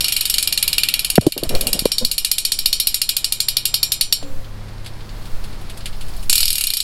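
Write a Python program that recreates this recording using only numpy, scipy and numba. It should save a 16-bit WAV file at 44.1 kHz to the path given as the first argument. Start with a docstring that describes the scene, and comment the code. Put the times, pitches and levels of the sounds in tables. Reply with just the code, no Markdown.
"""Outdoors, a bicycle rear wheel freewheels close to a handheld camera: pawls snap and ring the wheel.
Fingers bump and rub the camera body; then the pedals drive the wheel, the chain ticks and rustles,
the frame rings low, and the hub freewheels again. Outdoor air, hum, a distant idling engine and wind
lie underneath. Hits start decaying tones and fading noise; air and wind are filtered noise.
Both channels hear almost the same."""
import sys
import numpy as np
from scipy import signal
from scipy.fft import rfft, irfft
from scipy.io import wavfile
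from scipy.ndimage import uniform_filter1d
from numba import njit

SR = 44100
rng = np.random.default_rng(int(sys.argv[2]) if len(sys.argv) > 2 else 0)


def waveform_to_disk(signal):
    """Save audio, clipped to [-1, 1], as 16-bit WAV at the path in sys.argv[1]."""
    frames = np.transpose(np.atleast_2d(signal))
    scaled = np.clip(frames, -1, 1) * 32767
    samples = np.round(scaled).astype(np.int16)
    wavfile.write(sys.argv[1], SR, samples)


def how_loud(loudness_db):
    """Turn decibels into a plain amplitude multiplier (0 dB gives 1, 20 dB gives 10)."""
    steps = np.asarray(loudness_db, float) / 20
    return 10 ** steps


N = 301203
T = np.arange(N) / SR  # time in s

# four pitch regions of the wheel's sound: centre_hz, pawl_db, rattle_t60_s, rattle_db,
# ring_t60_s, ring_db, clear_modes_db (t60 is the time to fade by 60 dB)
REGIONS = [(2400, 9, 0.022, -7, 0.26, -6, -4.5), (4290, -1.5, 0.006, 2, 0.17, -10, -9.5),
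           (7900, -5, 0.016, 0.5, 0.16, -2, -3), (11330, -24, 0.012, 2, 0.11, -3, -23)]
# random difference in colour from hit to hit
COLOUR_SCATTER_DB = 1.6


def curve(points):
    """Draw straight lines through a time table: one value per sample for each column."""
    s, *columns = np.transpose(points)
    return [np.interp(T, s, column) for column in columns]


def colour(x, points, weight=1):
    """Filter a sound by a table of pitch_hz, level_db, times an optional extra gain."""
    hz = np.fft.rfftfreq(N, 1 / SR) + 1
    point_hz, point_db = np.transpose(points)
    gain = how_loud(np.interp(np.log(hz), np.log(point_hz), point_db))
    return irfft(rfft(x) * gain * weight, N)


def unit(x):
    """Scale to an rms level of 1."""
    return x / np.sqrt(np.mean(x ** 2))


def decay(x, t60):
    """Each impulse starts an exponential fade that loses 60 dB in t60 seconds."""
    return signal.lfilter([1], [1, -np.exp(-np.log(1000) / (t60 * SR))], x)


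def mode(x, hz, t60):
    """A resonance set ringing by x; it loses 60 dB in t60 seconds."""
    turn_and_fade = np.exp(2j * np.pi * hz / SR - np.log(1000) / (t60 * SR))
    return signal.lfilter([1], [1, -turn_and_fade], x + 0j).imag


def strikes(times, sizes):
    """Single-sample hits at the given times."""
    at = np.clip((np.asarray(times) * SR).astype(int), 0, N - 1)
    return np.bincount(at, sizes, N)


def walk(rate):
    """Random wandering: a new level rate times per second, smoothed twice."""
    k = int(SR / rate)
    steps = np.repeat(rng.standard_normal(N // k + 1), k)
    return uniform_filter1d(uniform_filter1d(steps, k), k)[:N]


def lines(table, waver_db, drift):
    """Steady tones (pitch_hz, level_db) that waver a little in level and phase."""
    out = 0
    for hz, db in table:
        level = how_loud(db + waver_db * walk(3.3))
        out = out + level * np.sin(2 * np.pi * hz * T + drift * walk(4))
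    return out


def air():
    """Distant outdoor noise, hum and an idling engine; wind pushes on the microphone very low down."""
    # how loudly air and hum come through, dipping and rising: time_s, level_db
    air_level = [(0, -36.5), (.15, -44.5), (.6, -40.5), (1.15, -42), (1.2, -65), (1.45, -41.5), (1.9, -42),
                 (2.25, -46.5), (3, -45), (3.9, -42), (4.15, -44), (4.28, -40), (5, -38), (6.2, -37.5),
                 (6.41, -47), (6.83, -49)]
    # tone colour of the air: pitch_hz, relative level_db
    air_colour = [(18, 3.5), (30, 9.5), (65, -12.5), (113, -17), (176, -14), (445, -20), (959, -22.5),
                  (1460, -25.5), (2990, -31), (4330, -31), (5940, -38), (15000, -45.5), (16700, -59)]
    # hum: pitch_hz, level_db against the air
    hum_lines = [(70, -4), (137, -5.5), (155, -11.5)]
    # how loudly the distant engine comes through, before 3 dB is added: time_s, level_db
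    idle_level = [(0, -51), (2, -56), (3.5, -46), (4.2, -45), (4.6, -35), (6.2, -38.5), (6.5, -45),
                  (6.83, -64)]
    # engine tones: pitch_hz, relative level_db
    idle_lines = [(104, -3), (208, -15)]
    # how loudly the wind comes through, before the chance gusts: time_s, level_db
    wind_level = [(0, -15), (.4, -39), (1.1, -41.5), (1.4, -58), (1.57, -10), (1.9, -42), (2.04, -20),
                  (2.25, -33.5), (3.5, -29), (3.95, -33.5), (4.5, -31.5), (5.3, -39.5), (5.8, -30),
                  (6.41, -24), (6.83, -27)]
    gust_db, gusts_per_s = 8.5, 4
    wind_colour = [(2, -3.5), (8, 0.0), (20, -12.5), (45, -28.0), (120, -40.0), (300, -62.5)]

    air_db = curve(air_level)[0]
    wind_db = curve(wind_level)[0] + gust_db * walk(gusts_per_s)
    far = unit(colour(rng.standard_normal(N), air_colour)) * how_loud(7.0 + 1.15 * walk(7.7))
    wind = unit(colour(rng.standard_normal(N), wind_colour))
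    engine = how_loud(curve(idle_level)[0] + 3) * lines(idle_lines, 2., 1.5)
    hum = lines(hum_lines, 2.5, 3.)
    return how_loud(air_db) * (far + hum) + engine + how_loud(wind_db) * wind


def clicks():
    """One click for each tooth passed; every tooth differs a little in strength and colour."""
    # two freewheeling spells; a pawl drops at the first row and every tooth after: time_s, teeth_per_s
    coast = [(0.0064, 27.594), (0.213, 21.773), (0.358, 24.093), (0.525, 18.742), (0.525, 19.835),
             (1.124, 18.321), (1.368, 17.755), (1.998, 15.288), (2.885, 13.932), (3.466, 12.155),
             (3.672, 11.474), (4.017, 10.926), (4.13, 6.025)]
    coast_again = [(6.2961, 27.871), (6.354, 40.448), (6.46, 39.41), (6.471, 41.872), (6.569, 37.636),
                   (6.68, 30.129), (6.83, 30.115)]
    # how the clicks arrive, dipping after the bumps: time_s, level_db, low_region_db, middle_region_db
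    arrival = [(0, 0, -18, -10.5), (.55, 1.5, -19.5, -14.5), (.8, 2, -14.5, -11.5), (1.16, 1, -21, -14.5),
               (1.2, -4.5, -19, -13), (1.3, -8, -20.5, -14), (1.5, -5.5, -16.5, -12.5),
               (1.76, 4, -21.5, -17.5), (1.85, -2.5, -17.5, -13), (1.95, -1.5, -25, -7.5),
               (2.3, 1, -22.5, -10.5), (2.9, 3, -24, -11.5), (3.3, 2, -22.5, -12), (4.13, 3, -22.5, -8),
               (6.29, 7, -20.5, -14), (6.45, -2, -25.5, -11), (6.6, -0.5, -21.5, -17),
               (6.83, -1.5, -25.5, -10)]
    # the two upper regions: level_db of each
    upper_regions_db = (-19, -15.5)
    tooth_scatter_db = .6

    s = []
    for spell in (coast, coast_again):
        inside = (T >= spell[0][0]) & (T <= spell[-1][0])
        teeth = np.cumsum(curve(spell)[0][inside]) / SR
        s += list(np.interp(np.arange(int(teeth[-1]) + 1), teeth, T[inside]))
    at = (np.array(s) * SR).astype(int)
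    level_db, low_db, middle_db = (column[at] for column in curve(arrival))
    chance = rng.standard_normal((len(s), 5)).T
    regions_db = (low_db, middle_db, *upper_regions_db)
    coloured = [db + COLOUR_SCATTER_DB * c for db, c in zip(regions_db, chance[1:])]
    return np.array([s, level_db + tooth_scatter_db * chance[0], *coloured])


def many_modes(count, width_hz, scatter_db):
    """Gain over frequency of a thicket of narrow resonances: spokes, sprockets, disc."""
    hz = np.fft.rfftfreq(N, 1 / SR)
    chance = rng.random((count, 2))
    gain = np.full(len(hz), .05)
    for f, size in zip(1200 + 15000 * chance[:, 0], how_loud(scatter_db * chance[:, 1])):
        near = slice(int((f - 200) * N / SR), int((f + 200) * N / SR))
        gain[near] += size / (1 + ((hz[near] - f) / width_hz) ** 2)
    return gain


def struck(modes, region, s, size, scatter_db):
    """Ring the modes nearest to one region, each struck a little differently every time."""
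    centres = np.log([r[0] for r in REGIONS])
    out = 0
    for hz, db, t60 in modes:
        if np.argmin(abs(np.log(hz) - centres)) == region:
            delay, strength, sign = rng.standard_normal((len(s), 3)).T
            size_here = size * how_loud(db + scatter_db * strength)
            # a light first touch, then the full blow a moment later
            touch = strikes(s - .0002, .3 * size_here)
            blow = strikes(s + .0007 + .0004 * abs(delay), size_here * np.sign(sign))
            out = out + mode(touch + blow, hz, t60)
    return out


def rattle(events, region, lag_s, late_db, t60, thicket=1):
    """Noise in the wheel's colour that starts at each hit, at its two bounces, and fades."""
    # tone colour of the wheel: pitch_hz, relative level_db
    wheel_colour = [(710, -47), (1200, -18.5), (1900, -15), (2340, -10), (2800, -5), (3970, -2.5),
                    (4380, 3.5), (5700, -11), (6080, -12.5), (6940, -10.5), (10400, -5), (11200, 1.5),
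                    (12300, -8), (15600, -15.5), (16500, -66)]
    # event rows: time in s, level in dB, then the level in each region in dB
    s, size = events[0], how_loud(events[1] + events[2 + region])
    late = rng.random((len(s), 2)).T
    hits = strikes(s + 0.00071, size)
    for j in (0, 1):
        hits = hits + strikes(s + lag_s * (j + late[j]), size * how_loud(late_db))
    # each region fades into its neighbours
    log_hz = np.log(np.fft.rfftfreq(N, 1 / SR) + 1)
    share = np.interp(log_hz, np.log([r[0] for r in REGIONS]), np.eye(len(REGIONS))[region])
    noise = unit(colour(rng.standard_normal(N), wheel_colour, np.sqrt(share) * thicket))
    return uniform_filter1d(decay(hits, t60), size=30) * noise


def hub():
    """Each pawl snap is a short clack and rattle; then the whole wheel rings on."""
    # short modes of pawl and ratchet ring: pitch_hz, level_db, t60_s
    pawl_modes = [(2395, -23.5, 0.17), (2800, -13, 0.053), (3665, -6, 0.02), (4310, 0, 0.026),
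                  (4463, -3, 0.032), (4877, -3.5, 0.018), (6640, -7.5, 0.072), (7640, -29, 0.022),
                  (8400, 2.5, 0.011), (11220, -10, 0.025), (11560, 20.5, 0.011), (13700, -18, 0.0056),
                  (16800, -17, 0.011)]
    # hub, sprocket and spoke modes that stand out: pitch_hz, level_db, t60_s
    hub_modes = [(2438, -18, 0.3), (2799, -5, 0.17), (2874, -10, 0.25), (3719, -13, 0.34),
                 (4252, -11, 0.33), (4419, -8, 0.25), (4947, -8, 0.21), (5092, -13, 0.3), (5516, 0, 0.13),
                 (5625, -18, 0.43), (5808, -20, 0.38), (6723, -15, 0.26), (7219, -12, 0.32),
                 (7332, -17, 0.49), (7412, -11, 0.34), (8123, -16, 0.25), (8833, -13, 0.27),
                 (8979, -9, 0.17), (9092, -7, 0.17), (9259, -7, 0.16), (9340, -4, 0.15), (9829, -18, 0.29),
                 (9937, -12, 0.26), (10039, -17, 0.33), (10879, -9, 0.16), (11536, -4, 0.15),
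                 (12747, -20, 0.23), (13463, -17, 0.14), (14712, -20, 0.16), (14895, -19, 0.14)]
    # how much of the wheel's ring reaches the camera as it moves about: time_s, level_db
    facing = [(0, -5.5), (1.2, -9.3), (2.2, -5.7), (4.2, -6), (6.3, -6.5), (6.83, -8.5)]

    events = clicks()
    facing_db = curve(facing)[0]
    thicket = many_modes(count=320, width_hz=20., scatter_db=11.)
    out = 0
    for k, (hz, pawl_db, fast_t60, fast_db, ring_t60, ring_db, clear_db) in enumerate(REGIONS):
        size = how_loud(events[1] + events[2 + k])
        out = out + how_loud(pawl_db) * struck(pawl_modes, k, events[0], size, 2.)
        out = out + how_loud(clear_db + facing_db) * struck(hub_modes, k, events[0], size, 3.5)
        out = out + how_loud(fast_db) * rattle(events, k, .003, -9., fast_t60)
        out = out + how_loud(ring_db + facing_db) * rattle(events, k, .003, -20., ring_t60, thicket)
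    # the wheel's sound is thinned below about 1.5 kHz
    return signal.sosfilt(signal.butter(2, 1500., "high", fs=SR, output="sos"), out)


def strokes():
    """Loudness of fingers sliding on the body: each stroke swells, holds and fades."""
    # strokes: start_s, length_s, level_db
    stroke_table = [(1.207, .09, -35), (1.363, 0.041, -32.5), (1.432, 0.036, -28.5), (1.497, 0.077, -22.5),
                    (1.574, 0.13, -30), (1.718, 0.093, -33), (2.011, 0.028, -31)]
    edge_s = .022
    out = 0
    for s, length, db in stroke_table:
        to_edge_s = np.minimum(T - s, s + length - T)
        out = out + how_loud(db) * np.clip(to_edge_s / edge_s + .5, 0, 1) ** 2
    return out


def handling():
    """Bumps flex the camera shell, mostly dropping in pitch as contact spreads; fingers stick and slip."""
    # bumps and creaks of the camera body:
    # start_s, level_db, first_pitch_hz, last_pitch_hz, time_to_peak_s, abruptness (no unit)
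    bumps = [(1.1796, 10, 943, 99, 0.00367, 0.87), (1.2672, 0.5, 410, 303, 0.0024, 0.82),
             (1.364, -17.5, 610, 322, 0.0026, 2.4), (1.429, -9.5, 715, 269, 0.0019, 1.5),
             (1.47, -18.5, 60, 45, 0.0057, 2.1), (1.75, -19.5, 300, 152, 0.0039, 2.2),
             (1.822, -16, 294, 168, 0.0016, 2), (1.8542, -1.5, 616, 442, 0.0039, 6.1),
             (2.009, -27, 490, 513, 0.01, 1.4), (2.018, -23.5, 252, 237, 0.013, 1.8),
             (4.226, -22.5, 930, 520, 0.0018, 4.1)]
    # resonances of the body: pitch_hz, width_hz, relative level_db
    body = [(260, 220, 7), (532, 190, 12), (560, 97, -4), (1230, 2000, 0)]

    out = np.zeros(N)
    t = T[:SR // 8]
    for s, db, first_hz, last_hz, peak_s, abrupt in bumps:
        u = t / peak_s
        glide = (first_hz - last_hz) * peak_s * 0.71 * (1 - np.exp(-u))
        phase = 2 * np.pi * (last_hz * t + glide)
        swell = (u * np.exp(1 - u)) ** abrupt
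        # the tone with a weak octave above and a stronger octave below
        tone = np.sin(phase) + 0.15 * np.sin(2 * phase) + 0.4 * np.sin(phase / 2)
        start = int(s * SR)
        out[start:start + len(t)] += how_loud(db) * swell * tone
    slips = rng.standard_normal(N) * how_loud(3. * walk(90))
    shell = 0
    for hz, width, db in body:
        t60 = np.log(1000) / np.pi / width  # a wider resonance fades faster
        shell = shell + how_loud(db) * unit(mode(slips, hz, t60))
    return out + strokes() * unit(shell)


def ticks():
    """Chain links and small parts tick while the wheel is driven; each has its level in every region."""
    # ticks: time_s, level_db, brightness_db
    tick_table = [(4.227, -20.5, -5), (4.4443, -23, -10), (4.6828, -31, -3), (4.845, -27, 0),
                  (4.861, -19.5, -0.5), (5.006, -26.5, -7), (5.0913, -24, -9), (5.222, -35, 3),
                  (5.2545, -33.5, 5), (5.44, -29, 4), (5.5278, -25, -5), (5.612, -37.5, 8),
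                  (5.6968, -24, 5), (5.773, -31.5, 9.5), (5.806, -18, -12), (5.8566, -19.5, 5.5),
                  (5.927, -26, -6), (6.0086, -24, 3.5), (6.082, -29.5, 4.5), (6.164, -37.5, 10),
                  (6.2267, -36.5, 11.5)]
    # colour of a tick in each region: level_db, share of the brightness (no unit)
    tick_colour = [(-14.5, 0.73), (-14.5, 0.32), (-19, 1.3), (-24, 1.77)]
    s, level_db, bright_db = np.transpose(tick_table)
    chance = rng.standard_normal((len(s), 4)).T
    regions_db = []
    for (db, share), c in zip(tick_colour, chance):
        regions_db.append(db + share * bright_db + COLOUR_SCATTER_DB * c)
    return np.array([s, level_db, *regions_db])


def chain():
    """Dry ticks of fading noise over a grainy rustle of links."""
    # level of the rustle: time_s, level_db
    rustle_level = [(4.15, -59), (4.3, -61), (5.0, -56), (5.5, -53), (6.25, -48.5), (6.35, -79)]
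    rustle_colour = [(1500, -14.5), (2500, -4), (4400, 15.0), (5500, 11.0), (6200, -20),
                     (10000, 7), (16000, -48.0)]
    events = ticks()
    dry_ticks = sum(rattle(events, k, 0.012, -28, 0.095) for k in range(len(REGIONS)))
    grains = rng.standard_normal(N) * how_loud(5. * walk(220))
    return dry_ticks + how_loud(curve(rustle_level)[0]) * unit(colour(grains, rustle_colour))


def frame():
    """The pawls catch as the drive takes hold, and the frame tubes ring low."""
    # modes of the frame: pitch_hz, level_db, t60_s
    frame_modes = [(283, -33, .6), (478, -43, .7), (534, -37, 1.1)]
    take_up_s = 4.232
    return sum(how_loud(db) * mode(strikes([take_up_s], [1.]), hz, t60) for hz, db, t60 in frame_modes)


def scene():
    """All sources together; a very faint side signal keeps the two channels from being identical."""
    mid = hub() + chain() + handling() + frame() + air()
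    side_colour = [(30, -36), (300, -34), (1000, -27), (4000, -32.5), (12000, -29.5)]
    side = colour(mid, side_colour) * walk(190)
    return np.array([mid + side, mid - side])


@njit
def limiter_gain(x, top, attack, release):
    """Follow the peaks; turn down whatever would pass the top."""
    gain, e = np.empty(len(x)), 0.
    for i in range(len(x)):
        e += (abs(x[i]) - e) * (attack if abs(x[i]) > e else release)
        gain[i] = min(1., top / (e + 1e-9))
    return gain


def low_pass(x):
    """Removes everything above the highest recorded frequency."""
    return signal.sosfilt(signal.butter(12, 16820, fs=SR, output="sos"), x)


def record(dry):
    """A limiter ducks after the loudest blows, too late to save their first swings; the top is cut."""
    # attack 2.5 ms, release 40 ms
    held = dry * limiter_gain(dry[0], 0.8, 1 / (0.0025 * SR), 1 / (0.04 * SR))
    clipped = np.clip(held, -1, 1)
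    top_cut = signal.ellip(10, .2, 70, 16400, fs=SR, output="sos")  # low-pass at 16400 Hz
    mix = np.clip(signal.sosfilt(top_cut, clipped), -1, 1)
    return low_pass(mix)


dry = scene()
out = record(dry)
waveform_to_disk(out)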